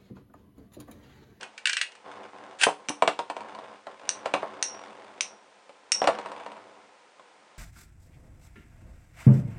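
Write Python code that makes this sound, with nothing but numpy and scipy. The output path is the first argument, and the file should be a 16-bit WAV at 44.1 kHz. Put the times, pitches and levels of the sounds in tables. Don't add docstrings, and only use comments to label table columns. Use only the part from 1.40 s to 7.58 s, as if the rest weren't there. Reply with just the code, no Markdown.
import sys
import numpy as np
from scipy import signal
from scipy.fft import rfft, irfft
from scipy.io import wavfile

SR = 44100
rng = np.random.default_rng(int(sys.argv[2]) if len(sys.argv) > 2 else 0)


def log_audio(samples):
    frames = np.atleast_2d(samples).T
    limited = np.clip(frames, -1, 1)
    pcm = np.round(limited * 32767).astype(np.int16)
    wavfile.write(sys.argv[1], SR, pcm)


N = 272538
TIME = np.arange(N) / SR
AGE = TIME[:SR // 2]
CUTOFF_HZ = 9750

# [f/Hz, relative level/dB, time to fall 60 dB t60/s]
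BOWL_TONES = [(165, -19, .22), (215, -13, .2), (293, -5, .26), (380, -7, .15), (422, -7, .18),
              (485, 0, .14), (558, 0, .15), (590, -4, .17), (675, 0, .14), (756, -1, .15), (845, -5, .15),
              (935, -5, .16), (1000, -6, .14), (1063, -3, .16), (1130, -8, .14), (1287, -11, .15),
              (1380, -14, .15)]
# [t/s, turns per s]
SPIN_SPEED = [(2.6, 52.4), (3.1, 46), (4.8, 36), (6.18, 37)]


def knocks(level_db=-5, rise_s=0.00062, flex_lag_s=0.001293, push_db=-3, shell_db=-1, modes_db=-3,
           clack_db=1, clack_t60=0.012, buzz_db=-8, buzz_t60=0.078):
    # [t/s, level/dB, strongest f/Hz of that spot, treble re level/dB]
    hits = [(1.266, -11, 435, -29), (1.287, -17.5, 820, -27), (1.486, -30, 276, 0),
            (1.498, -24.5, 290, -19), (1.622, -8, 984, -15), (1.676, -11.5, 723, -7.5),
            (2.149, -35, 990, -11), (2.187, -32.5, 960, -15.5), (2.468, -30, 784, -16),
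            (2.858, -19, 630, -13), (2.938, -13.5, 733, -8), (3.029, -21, 660, -27),
            (4.293, -40, 563, -10.5), (4.617, -14, 744, -17.5), (4.641, -18.5, 538, -11),
            (4.673, -10, 707, -10.5), (4.685, -12, 640, -30), (5.795, -42, 1036, -15)]
    # [f/Hz, relative level/dB]
    shell_colour = [(30, -40.5), (80, -28.5), (140, -17), (220, -15), (400, -5), (650, 5), (1050, -3),
                    (1400, -6.5), (2200, -18.5), (4000, -72.5), (9000, -42)]
    # [f/Hz, relative level/dB]
    clack_colour = [(300, -22), (1000, 1.5), (1600, 1), (2300, 6.5), (3000, 3), (3500, 0.5), (4200, -1.5),
                    (5200, -8), (6500, -11.5), (8000, -9), (9300, -14.5)]
    retouch_s, retouch_db = 0.0039, -8
    out = np.zeros(N)
    push = unit_blow(colour(signal.unit_impulse(len(AGE)), shell_colour))
    rise = swell(rise_s)
    for s, db, hz, treble_db in hits + bounces():
        spot = unit_blow(ring(hz, t60=.028))
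        shell = from_db(shell_db) * unit_blow(colour(burst(t60=.07), shell_colour))
        modes = from_db(modes_db) * struck(favoured(BOWL_TONES, hz, width_hz=40, boost_db=8))
        thud = unit_blow(from_db(push_db) * push + rise * (spot + shell + modes))
        contact = burst(clack_t60) + from_db(buzz_db) * burst(buzz_t60)
        clack = unit_blow(colour(rise * contact, clack_colour))
        clack = from_db(db + level_db + treble_db + clack_db) * clack
        add(out, s, clack)
        add(out, s + retouch_s, from_db(retouch_db) * clack)
        add(out, s + flex_lag_s, from_db(db + level_db) * thud)
    return out


def bounces():
    # [t/s, first hop/s, share of hop time kept, number of touches, first level/dB, loss per touch/dB]
    hops = [(1.79, .109, .61, 4, -19.5, 4), (4.787, 0.072, .8, 5, -26.5, 2.5),
            (5.062, .055, .9, 3, -31, 4.5)]
    floor_hz, treble_db = 947, -12
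    touches = []
    for s, hop_s, kept, count, db, loss_db in hops:
        for k in range(round(count)):
            touches.append((s, db - k * loss_db, floor_hz, treble_db))
            s = s + hop_s * kept ** k
    return touches


def clashes(crack_db=3, rattle_db=-6, rattle_t60=0.036, ring_db=1):
    # [t/s, crack level/dB, ring level/dB, favoured ring f/Hz]
    strikes = [(1.4859, -36, -49, 2800), (1.493, -33.5, -41, 9460), (2.6915, -24.5, -44, 6400),
               (3.2266, -25.5, -29, 5820), (3.8081, -25.5, -37, 6260), (4.5190, -23, -20, 5480)]
    # [f/Hz, relative level/dB, time to fall 60 dB t60/s]
    rim_tones = [(2230, -1, .13), (2740, 1, .13), (3860, -2, .12), (4390, -5, .12), (5494, 0, .3),
                 (5546, -2, .33), (5690, 1, .32), (5943, -9, .14), (6045, -3, .15), (6180, -2, .14),
                 (6395, -2, .11), (8050, -4, .1), (9460, 5, .11)]
    # [f/Hz, relative level/dB]
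    crack_colour = [(60, -17), (300, -21), (800, -10.5), (1600, -0.5), (2300, 1), (2900, 3.5), (3400, -0.5),
                    (4100, 2.5), (4800, -0.5), (6100, 11), (7300, -5), (8500, 0.5), (9500, -8)]
    out = np.zeros(N)
    turns_per_s = spin_speed()
    for s, hit_db, rim_db, spot_hz in strikes:
        contact = burst(.008)
        rattle = from_db(rattle_db) * burst(rattle_t60)
        crack = unit_blow(colour(contact + rattle, crack_colour))
        rim = struck(favoured(rim_tones, spot_hz, width_hz=170, boost_db=16))
        flutter = whirl(turns_per_s[round(s * SR)], depth=.55)
        ringing = from_db(rim_db + ring_db) * unit_blow(rim * flutter)
        add(out, s, from_db(hit_db + crack_db) * crack + ringing)
    return out


def whirl(turns_per_s, depth):
    multiples = np.arange(1, 7)[:, None]
    lobes = np.cos(2 * np.pi * (multiples * turns_per_s * AGE + rng.random(multiples.shape)))
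    return 1 + depth * np.sum(lobes / np.sqrt(multiples), axis=0)


def tips(bumps_per_s=1500, modes_db=-5, grit_db=-6, grits_per_s=160):
    # [t/s, length/s, rumble level/dB, fall while it lasts/dB per s; below 0 it grows]
    runs = [(0, 0.012, -42, 10), (.635, 0.22, -46.5, -7.5), (.92, 0.21, -44, 17), (1.3, 0.83, -53.5, 5),
            (1.95, 0.39, -44.5, 7.5), (2.46, 0.073, -49, 12), (2.61, 0.206, -49, -9),
            (2.83, 1.105, -42, 9.5), (4.52, .1, -48.5, 1), (4.62, 0.86, -36, 26.5)]
    # [t/s, length/s, scuff level/dB, fall while it lasts/dB per s]
    tilts = [(2.57, 0.72, -52.5, 7), (3.31, 0.49, -47.5, 29), (4.76, .7, -47, 44)]
    # [f/Hz, relative level/dB]
    rumble_colour = [(29, -68), (50, -43), (108, -6.5), (175, -21), (212, -0.5), (252, -14), (476, -1),
                     (649, -4), (757, 0), (1050, 0.5), (1180, -6.5), (1320, -5.5), (5000, -30),
                     (6500, -49.5), (11000, -120)]
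    # [f/Hz, relative level/dB]
    scuff_colour = [(100, -20.5), (400, 3.5), (900, 8.5), (1600, 0.5), (3500, -6), (5500, -17.5),
                    (9500, -21)]
    standing_db = -63.5
    travel = np.hypot(spells(runs), from_db(standing_db))
    bumps = rms_one(random_bumps(bumps_per_s))
    bowl = rms_one(signal.oaconvolve(bumps, struck(BOWL_TONES))[:N])
    grit = rms_one(signal.oaconvolve(random_bumps(grits_per_s), burst(t60=0.016))[:N])
    rumble = colour(bumps, rumble_colour) + from_db(modes_db) * bowl
    rumble = rumble + from_db(grit_db) * colour(grit, scuff_colour)
    scuffs = spells(tilts) * repeats(spin_speed(), t60=.03, scatter_db=2)
    return travel * rms_one(rumble) + colour(scuffs, scuff_colour)


def random_bumps(per_s):
    return (rng.random(N) < per_s / SR) * rng.standard_normal(N)


def spells(rows, attack_s=0.027, release_db_per_s=203):
    power = 1e-12
    for s, length_s, db, easing_db_per_s in rows:
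        age = np.maximum(TIME - s, 0)
        fall_db = easing_db_per_s * np.minimum(age, length_s)
        fall_db = fall_db + release_db_per_s * np.maximum(age - length_s, 0)
        power = power + (np.minimum(age / attack_s, 1) * from_db(db - fall_db)) ** 2
    return np.sqrt(power)


def spin_speed():
    return np.interp(TIME, *np.transpose(SPIN_SPEED))


def ripcord():
    # [t/s, level/dB]
    catches = [(1.2128, -23), (1.2216, -22.5), (1.234, -6.5)]
    # [f/Hz, relative level/dB]
    cord_colour = [(150, -33), (600, -10), (1100, -12.5), (1550, 2.5), (2100, -7.5), (2700, 2.5),
                   (3300, -4), (4000, -9.5), (6000, -13.5), (8000, -11.5), (9500, -11.5)]
    start_s, end_s, coast_s = 1.188, 1.240, 0.019
    slow, fast = 250, 1200
    zip_db, db_per_doubling, coast_db_per_s = -26, 7, 341.5
    per_s = np.interp(TIME, [start_s, end_s], [slow, fast])
    db = zip_db + db_per_doubling * np.log2(per_s / fast)
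    db = db - coast_db_per_s * np.maximum(TIME - end_s, 0)
    force = from_db(db) * (TIME > start_s) * (TIME < end_s + coast_s)
    for s, jerk_db in catches:
        add(force, s, from_db(jerk_db) * swell(0.000685) * fade(t60=0.033))
    teeth = repeats(per_s, t60=.011, scatter_db=1)
    return colour(force * teeth, cord_colour)


def ratchet(level_db=-6, snap_t60=0.019, spot_db=-6, spot_t60=0.03, modes_db=-3, rattle_db=-5, rattle_t60=0.065):
    # [t/s, level/dB, case pitch f/Hz]
    clicks = [(0.0094, -37.5, 1500), (0.0298, -33, 1510), (0.178, -35.5, 1520), (0.2554, -17.5, 2870),
              (0.271, -18, 3100), (0.2948, -19, 1810), (0.3304, -21.5, 1615), (0.368, -19.5, 2000),
              (0.4128, -18, 1726), (0.5194, -45.5, 2880), (0.5517, -46.5, 1190)]
    # [f/Hz, relative level/dB, time to fall 60 dB t60/s]
    case_tones = [(1554, -1, .07), (1730, -3, .08), (1930, -2, .1), (2234, -3, .13), (2420, -3, .16),
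                  (2550, -1, .17), (2690, -3, .17), (2835, -2, .19), (2970, -5, .17), (3205, -6, .12),
                  (4218, -8, .09)]
    # [f/Hz, relative level/dB]
    case_colour = [(150, -65), (500, -25), (950, -19.5), (1300, -6.5), (1600, 4), (2200, -3.5),
                   (2750, -1.5), (3400, -3), (4200, -5.5), (5000, -5.5), (6000, -10.5), (8300, -10.5),
                   (9600, -16)]
    out = np.zeros(N)
    rise = swell(.0007)
    for s, db, hz in clicks:
        noise = rise * burst(snap_t60) + from_db(rattle_db) * burst(rattle_t60)
        snap = unit_blow(colour(noise, case_colour))
        modes = [(f * rng.normal(1, .03), mode_db, t60) for f, mode_db, t60 in case_tones]
        case = from_db(spot_db) * unit_blow(ring(hz, spot_t60)) + from_db(modes_db) * struck(modes)
        add(out, s, from_db(db + level_db) * (snap + rise * case))
    return out


def repeats(per_s, t60, scatter_db):
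    turn = np.cumsum(per_s) / SR
    strength = from_db(scatter_db * rng.standard_normal(int(turn[-1]) + 1))[turn.astype(int)]
    since_s = (turn % 1) / per_s
    return rms_one(strength * from_db(-60 * since_s / t60) * rng.standard_normal(N))


def favoured(modes, spot_hz, width_hz, boost_db):
    return [(hz, db + boost_db / (1 + ((hz - spot_hz) / width_hz) ** 2), t60) for hz, db, t60 in modes]


def struck(modes):
    total = 0
    for hz, db, t60 in modes:
        gain = rng.choice([-1, 1]) * from_db(db + rng.standard_normal())
        total = total + gain * ring(hz, t60)
    return unit_blow(total)


def ring(hz, t60):
    return np.sin(2 * np.pi * hz * AGE) * fade(t60)


def burst(t60):
    return unit_blow(rng.standard_normal(len(AGE)) * fade(t60))


def fade(t60):
    return from_db(-60 * AGE / t60)


def swell(rise_s):
    return 1 - np.exp(-AGE / rise_s)


def colour(x, spectrum):
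    size = 4096
    hz = np.arange(size // 2 + 1) * SR / size
    treble_cut = 1 + (hz / CUTOFF_HZ / 1.2) ** 16
    gain = rms_one(from_db(at_hz(spectrum, hz)) / treble_cut)
    cepstrum = irfft(np.log(gain + 1e-6))
    cepstrum[1:size // 2] *= 2
    cepstrum[size // 2 + 1:] = 0
    return signal.oaconvolve(x, irfft(np.exp(rfft(cepstrum))))[:len(x)]


def at_hz(points, hz):
    f, value = np.transpose(points)
    return np.interp(np.log(hz + 1e-6), np.log(f), value)


def from_db(db):
    return 10 ** (np.asarray(db) / 20)


def rms_one(x):
    return x / np.sqrt(np.mean(x ** 2) + 1e-20)


def unit_blow(x):
    return x / np.sqrt(np.sum(x ** 2) / (SR / 100) + 1e-20)


def add(out, s, sound):
    start = max(round(s * SR), 0)
    out[start:start + len(sound)] += sound[:N - start]


def room(x, tail_db=-11, echo_db=-17, echo_s=.0105):
    # [f/Hz, time to fall 60 dB t60/s]
    decay = [(150, 0.11), (600, 0.15), (2500, 0.2), (9000, 0.21)]
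    edges = np.geomspace(60, 15360, 9)
    tail = 0
    for low, high in zip(edges, edges[1:]):
        band_filter = signal.butter(2, [low, high], "band", fs=SR, output="sos")
        band = signal.sosfilt(band_filter, rng.standard_normal(len(AGE)))
        tail = tail + band * fade(at_hz(decay, np.sqrt(low * high)))
    tail = tail * np.minimum(AGE / echo_s, 1) ** 2
    response = from_db(tail_db) * tail / np.sqrt(np.sum(tail ** 2))
    response[round(echo_s * SR)] += from_db(echo_db)
    return x + signal.oaconvolve(x, response)[:N]


def hiss(level_db=-58.5):
    # [f/Hz, relative level/dB]
    air_colour = [(24, -67.5), (40, -42), (209, -15.5), (362, -11), (510, -2.5), (599, -7), (1040, -3),
                  (1110, -24.5), (1220, -5), (1430, -10), (2210, -11), (2720, -14), (9600, -26),
                  (12500, -69), (21100, -120)]
    return from_db(level_db) * colour(rng.standard_normal(N), air_colour)


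def scene():
    battle = knocks() + clashes() + tips() + ripcord() + ratchet()
    return (room(battle) + hiss())[None]


def record(dry, bass_cut_hz=120):
    thin = signal.sosfilt(signal.butter(2, bass_cut_hz, "high", fs=SR, output="sos"), dry)
    rounded = np.tanh(thin)
    return signal.sosfilt(signal.ellip(12, .2, 70, CUTOFF_HZ, fs=SR, output="sos"), rounded)


dry = scene()
out = record(dry)
log_audio(out)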